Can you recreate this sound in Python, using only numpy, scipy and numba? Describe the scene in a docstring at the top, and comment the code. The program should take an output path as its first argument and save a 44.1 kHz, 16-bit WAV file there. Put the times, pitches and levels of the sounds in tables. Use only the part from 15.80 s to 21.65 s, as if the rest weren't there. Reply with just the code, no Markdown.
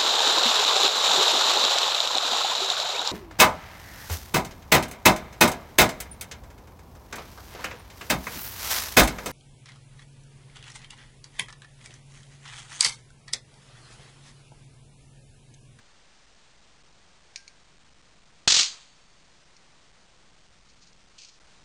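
"""A capacitor bank sparks over on a workshop bench: one bang, noise shaped by the decay of a bare room.
Before it a metal rod clinks twice, as snap pulses and decaying modes; after it come ticks, a rustle of
cloth made of uneven noise grains, and a knock that sets off the modes of the camera body.
Rumble and hiss lie beneath. The overloaded camera limits, clips and holds coarse 8-bit samples at a low
rate, so the treble is mirrored and the hush flips between two steps."""
import sys
import numpy as np
from scipy import signal
from scipy.fft import rfft, irfft
from scipy.io import wavfile
from scipy.ndimage import uniform_filter1d
from numba import njit

SR = 44100
rng = np.random.default_rng(int(sys.argv[2]) if len(sys.argv) > 2 else 0)


def int16_out(signal):
    """Quantize to a 16-bit WAV file."""
    q = np.round(np.clip(np.atleast_2d(signal).T, -1, 1) * 32767)
    wavfile.write(sys.argv[1], SR, q.astype(np.int16))


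N = 257940  # samples

BANG_S = 2.6753  # onset of the spark

# Spectrum of a hard contact. Each row: frequency in Hz, relative density in dB per Hz.
SNAP_SPECTRUM = [(900, -41.5), (1600, -22), (2300, -7.5), (3200, -18), (4300, -5.5), (5400, -3.5),
                 (6500, -39)]
# Throbs of the level while the bang is loud. Each row: start in seconds, rise above the trough in dB,
# hold in seconds.
LEVEL_THROBS = [(2.7, 7.5, 0.0095), (2.7193, 8.5, .005), (2.741, 9.5, .004), (2.749, 4.5, .004),
                (2.763, 8, 0.0064), (2.7745, 5.5, .005), (2.787, 7, 0.011), (2.806, 5, 0.0042),
                (2.8175, 3.5, .003)]


def undb(db):
    """Decibels express an amplitude ratio on a logarithmic scale, 20 to the decade."""
    return 10 ** (np.asarray(db) / 20)


def colour(x, points):
    """Linear filtering: (Hz, dB) points weight the spectrum without phase shift; white noise keeps its rms."""
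    hz, db = np.transpose(points)
    f = np.maximum(np.fft.rfftfreq(len(x), 1 / SR), 1)
    gain = undb(np.interp(np.log(f), np.log(hz), db))
    unit_gain = gain / np.sqrt(np.mean(gain ** 2))
    return irfft(rfft(x) * unit_gain, len(x))


def filtered(x, order, hz, kind="low"):
    """Butterworth filtering, run forward and backward so that the phase shifts cancel."""
    return signal.sosfiltfilt(signal.butter(order, hz, kind, fs=SR, output="sos"), x)


def fade(t, t60):
    """Exponential decay: silent before time zero, 60 dB down after t60 seconds."""
    return (t >= 0) * np.exp(-np.log(1000) * np.maximum(t, 0) / t60)


def ring(at, db, modes):
    """Modal superposition: one blow sets off damped sines (Hz, dB, t60 s) together."""
    t = np.arange(N) / SR - at
    return sum(undb(db + g) * np.sin(2 * np.pi * hz * t) * fade(t, t60) for hz, g, t60 in modes)


def click(at, db):
    """Ideal impulse: a single sample holds all frequencies equally."""
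    return undb(db) * (np.arange(N) == int(at * SR))


def walk(rate):
    """Slow random modulation: Gaussian levels, one every 1 / rate seconds, joined by straight ramps."""
    k = int(SR / rate)
    levels = np.repeat(rng.standard_normal(N // k + 1), k)
    return 1.6 * uniform_filter1d(levels, k)[:N]


def bang():
    """Convolution principle: a spark far shorter than the room's answer only colours that answer."""
    # Spectrum of the spark. Each row: frequency in Hz, relative density in dB per Hz.
    spark = [(60, -38), (200, -26), (500, -24.5), (1000, -18.5), (2000, -12), (3000, -6), (4200, 0),
             (5400, 0.5), (6500, -41)]
    # Steel stand that sings on. Each row: frequency in Hz, level in dB, t60 in seconds.
    stand = [(3930, -52, .8), (4500, -49, 1.4), (4509, -52, 1.4)]
    # Bench top that thuds under the blast. Each row: frequency in Hz, level in dB, t60 in seconds.
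    punch = [(195, -12, 0.06), (390, -15, .05), (708, -9, 0.06), (925, -12, .05), (1250, -11, .04)]
    # Returns of the thud from the walls. Each row: arrival in seconds, level in dB.
    slaps = [(2.7022, -8), (2.7655, -19)]
    crack = colour(np.pad(room(), (0, SR)), spark)[:SR]
    first_20_ms = crack[:SR // 50]
    crack = crack * undb(7.5) / np.sqrt(np.mean(first_20_ms ** 2))
    out, k = np.zeros(N), int(BANG_S * SR)
    out[k:k + SR] = crack
    shove = ring(BANG_S, -23, [(18, 0, .12)])  # the blast shoves the microphone once
    thud = ring(BANG_S, 0, punch)
    returns = sum(ring(s, db, punch[3:]) for s, db in slaps)  # without the bass
    return out - shove + ring(BANG_S, 0, stand) - (thud + returns)


def room():
    """Diffuse reverberation: half-octave bands of noise each decay at their own rate."""
    # Decay of the room. Each row: frequency in Hz, t60 in seconds.
    decay = [(100, .15), (400, 0.22), (800, .26), (1200, 0.26), (1900, .27), (3000, 0.295), (5400, 0.26)]
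    # Weak, long answer of the next room. Each row: lower edge in Hz, upper edge in Hz, level in dB,
    # t60 in seconds, delay in seconds.
    next_room = [(275, 1100, -30, .9, 0), (850, 3400, -36, .8, 0), (900, 1500, -44, .5, .25),
                 (2000, 4400, -60, .4, .325)]
    rise_cycles = 3  # the answer builds up over a few cycles, so its lows come late
    t = np.arange(SR) / SR

    def noise_band(low, high):
        """Filtered noise: a band-pass confines white noise between two edges."""
        band_pass = signal.butter(2, [low, high], "band", fs=SR, output="sos")
        return signal.sosfilt(band_pass, rng.standard_normal(SR))

    hz, t60 = np.transpose(decay)
    tail = 0
    for low in 40 * 2. ** np.arange(0, 8, .5):
        band_t60 = np.interp(np.log(low), np.log(hz), t60)
        build_up = np.minimum(t * low / rise_cycles, 1)
        tail = tail + noise_band(low, np.sqrt(2) * low) * fade(t, band_t60) * build_up
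    for low, high, db, late_t60, lag in next_room:
        tail = tail + noise_band(low, high) * undb(db) * fade(t - lag, late_t60)
    return tail


def clinks(grit):
    """Impact excitation: a dry snap, its bench echoes and room wash, while the rod's modes ring faintly."""
    # Contacts of the rod. Each row: start in seconds, snap in dB, clank in dB, note in dB, scrape in dB,
    # share of the clank's t60 (no unit).
    contacts = [(1.5597, -10, -20, -53, -50, 1), (1.6784, -28, -18, -72, -50, .5),
                (1.6833, -42, -36, -80, -54, 1)]
    # Short clank of the rod. Each row: frequency in Hz, level in dB, full t60 in seconds.
    rod = [(2260, -14, .018), (3880, -28, 0.04), (4300, -12.5, .024), (5200, -24, .015)]
    # Long beating note of the rod. Each row: frequency in Hz, level in dB, t60 in seconds.
    rod_note = [(1593, 0, .45), (1620, -9, .2)]
    # Echoes off the bench. 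Each row: delay in seconds, level relative to the snap in dB.
    bench_echoes = [(.0011, -11.5), (.0043, -10.5), (.0075, -18), (0.0174, -14.5)]
    wash_db, wash_t60_s = -36, .25  # wash in the room, relative to the snap
    scrape_s, clank_rise_s, note_rise_s = .0019, .0011, .02
    snaps, rings = 0, 0
    for s, snap_db, clank_db, note_db, scrape_db, free in contacts:
        t = np.arange(N) / SR - s
        echoes = sum(click(s + lag, snap_db + db) for lag, db in bench_echoes)
        wash = undb(snap_db + wash_db) * grit * fade(t, wash_t60_s)
        scrape = undb(scrape_db) * grit * (t > 0) * (t < scrape_s)
        snaps = snaps + click(s, snap_db) + echoes + wash + scrape
        clank_modes = [(hz, db, t60 * free) for hz, db, t60 in rod]
        rings = rings + ring(s, clank_db, clank_modes) * np.clip(t / clank_rise_s, 0, 1)
        rings = rings + ring(s, note_db, rod_note) * np.clip(t / note_rise_s, 0, 1)
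    return rings - colour(snaps, SNAP_SPECTRUM)


def ticks(grit):
    """Impact of small hard things: a coloured impulse, then a decaying noise of grit."""
    # Each row: start in seconds, pulse in dB, grit that follows in dB, t60 of the grit in seconds.
    hard_ticks = [(2.832, 0, -30, .004), (3.766, -36, -52, .06), (5.131, -36, -56, .01),
                  (5.205, -44, -56, .02)]
    t = np.arange(N) / SR
    hits = sum(click(s, db) + undb(grit_db) * grit * fade(t - s, t60)
               for s, db, grit_db, t60 in hard_ticks)
    return colour(hits, SNAP_SPECTRUM)


def knock():
    """Modal response: a knock on the camera sets off the short resonances of its body."""
    # Each row: frequency in Hz, level in dB, t60 in seconds.
    camera_body = [(667, -15, 0.033), (1750, 2.5, 0.01), (2550, -3, 0.011), (3310, -12, .01)]
    return ring(5.8412, -28.5, camera_body)


def rustle():
    """Stick-slip friction: fibres slip in dense, uneven crackles; each rub swells, holds and dies."""
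    # Spectrum of the cloth. Each row: frequency in Hz, relative density in dB per Hz.
    cloth_spectrum = [(1900, -47), (2250, -6.5), (3000, -4.5), (3750, -7), (4100, -0.5), (5400, -0.5),
                      (6500, -41)]
    # Rubs. Each row: start in seconds, swell in seconds, hold in seconds, t60 in seconds, level in dB,
    # gain of the duller part in dB.
    rubs = [(4.884, .004, .015, 0.046, -58.5, -12), (5.009, .02, 0.013, .04, -51.5, -9.5),
            (5.061, .01, 0.0088, .08, -54.5, -8), (5.379, .005, 0.052, 0.072, -47.5, 0),
            (5.446, 0.00093, .006, .03, -45, -7), (5.455, .004, .02, .08, -55, -3),
            (5.482, .005, .014, .05, -54, -4), (5.514, .005, 0.038, .1, -60, -6)]
    split_hz = 3800  # the duller part lies below
    jerk_db, jerks_per_s = 1.5, 250
    grains = rng.standard_normal(N) * undb(2.5 * rng.exponential(size=N))
    grains = grains * undb(jerk_db * walk(jerks_per_s))
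    cloth = colour(grains / np.std(grains), cloth_spectrum)
    dull = filtered(cloth, 4, split_hz)
    t = np.arange(N) / SR
    out = 0
    for s, swell, hold, t60, db, dull_db in rubs:
        rise = np.clip((t - s) / swell, 0, 1)
        decay = fade(np.maximum(t - s - swell - hold, 0), t60)
        out = out + undb(db) * rise * decay * (cloth + dull * (undb(dull_db) - 1))
    return out


def hush():
    """Stationary noise, slowly modulated: rumble of the building and hiss of the microphone wander."""
    # Spectrum of the hush. Each row: frequency in Hz, relative density in dB per Hz.
    hush_spectrum = [(20, 1.5), (45, 3.5), (75, -5.5), (170, -3), (280, -11), (800, -11.5), (2500, -14.5),
                     (5400, -13), (6500, -50)]
    # Swell and ebb of the rumble. Each row: time in seconds, gain in dB.
    rumble = [(0, -1.5), (.45, -4), (1.2, 1), (1.65, -2), (2, 2), (2.6, 1), (3, 0.5), (3.7, -2), (4.2, 0.5),
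              (4.8, 3), (5.3, 0), (5.5, -2.5), (5.85, -0.5)]
    # Level of the mids. Each row: time in seconds, gain in dB.
    mid_levels = [(0, 0), (.75, -.5), (1.37, 2), (1.8, 0), (2.4, 1), (3.2, 0), (4.05, 0), (4.4, 3),
                  (4.64, 0), (5, -1), (5.4, 0), (5.85, 1)]
    # Edges of the mid band: lower in Hz, upper in Hz.
    mid_edges = [450, 1500]
    t = np.arange(N) / SR
    air = colour(rng.standard_normal(N), hush_spectrum)
    low = filtered(air, 2, 250)
    swell = undb(np.interp(t, *np.transpose(rumble)))
    mids = filtered(air, 2, mid_edges, "band")
    stir = undb(np.interp(t, *np.transpose(mid_levels)))
    wander = undb(-64 + .8 * walk(4.8))  # about a base level of -64 dB
    return (air + low * (swell - 1) + mids * (stir - 1)) * wander


def scene():
    """Linear superposition: the pressures of all sources add."""
    grit = rng.standard_normal(N)
    return (bang() + clinks(grit) + ticks(grit) + knock() + rustle() + hush())[None]


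@njit
def follow(x, attack, release):
    """Envelope detection: first-order smoothing of the magnitude, with separate rates up and down."""
    e, out = 0., np.empty(len(x))
    for i in range(len(x)):
        e += (abs(x[i]) - e) * (attack if abs(x[i]) > e else release)
        out[i] = e
    return out


def throb_db(t):
    """Amplitude modulation: the loud bang's level jumps, holds and sags; its first crack is softer."""
    rise_s, sag_s, trough_db, until_s = .002, .0038, -1, 2.821
    crack_dip_db, crack_dip_s = -12, .007
    starts, db, hold = np.transpose(LEVEL_THROBS)
    last = np.maximum(np.searchsorted(starts, t) - 1, 0)
    since = np.maximum(t - starts[last], 0)
    jump = np.clip(since / rise_s, 0, 1)
    sag = np.exp(-np.maximum(since - rise_s - hold[last], 0) / sag_s)
    beat = db[last] * jump * sag + trough_db
    first_crack = (t > BANG_S) * (t < BANG_S + crack_dip_s)
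    return beat * (t > starts[0]) * (t < until_s) + crack_dip_db * first_crack


def record(dry):
    """Quantization and aliasing: late gain control, then an 8-bit converter that clips and holds samples."""
    port_hz, top_hz = 5400, 9700  # low-pass edges before and after the converter
    limit_db, lag_s, attack_s, release_s = -12.5, .006, .0003, .02  # the lag lets the first crack through
    split_hz, bass_even_s = 900, .012  # below the split the throb is averaged this long either side
    step, hold = .0023, 4  # amplitude of one 8-bit step, samples held
    louder_s, louder_db = 5.6, 1.5  # everything steps up a little near the end
    gap_s, gap_length_s = 5.592, .007  # the sound drops out for an instant
    t = np.arange(N) / SR

    x = signal.sosfilt(signal.ellip(6, .5, 50, port_hz, fs=SR, output="sos"), dry[0])
    loud = follow(x, 1 / (attack_s * SR), 1 / (release_s * SR))
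    loud = np.pad(loud, (int(lag_s * SR), 0))[:N]
    gain_reduction = np.maximum(loud / undb(limit_db), 1)

    bass = filtered(x, 2, split_hz)
    throb = throb_db(t)
    smooth = uniform_filter1d(throb, int(2 * bass_even_s * SR))
    even = np.where(t > LEVEL_THROBS[0][0], smooth, throb)
    x = ((x - bass) * undb(throb) + bass * undb(even)) / gain_reduction

    # holding without a steep low-pass leaves the mirrored treble
    steps = np.clip(np.floor(x[::hold] / step), -128, 127)
    held = np.repeat(steps * step, hold)[:N] * undb(louder_db * (t > louder_s))
    held = np.where((t > gap_s) & (t < gap_s + gap_length_s), -step / 2, held)
    return signal.sosfilt(signal.ellip(10, .2, 70, top_hz, fs=SR, output="sos"), held)[None]


dry = scene()
out = record(dry)
int16_out(out)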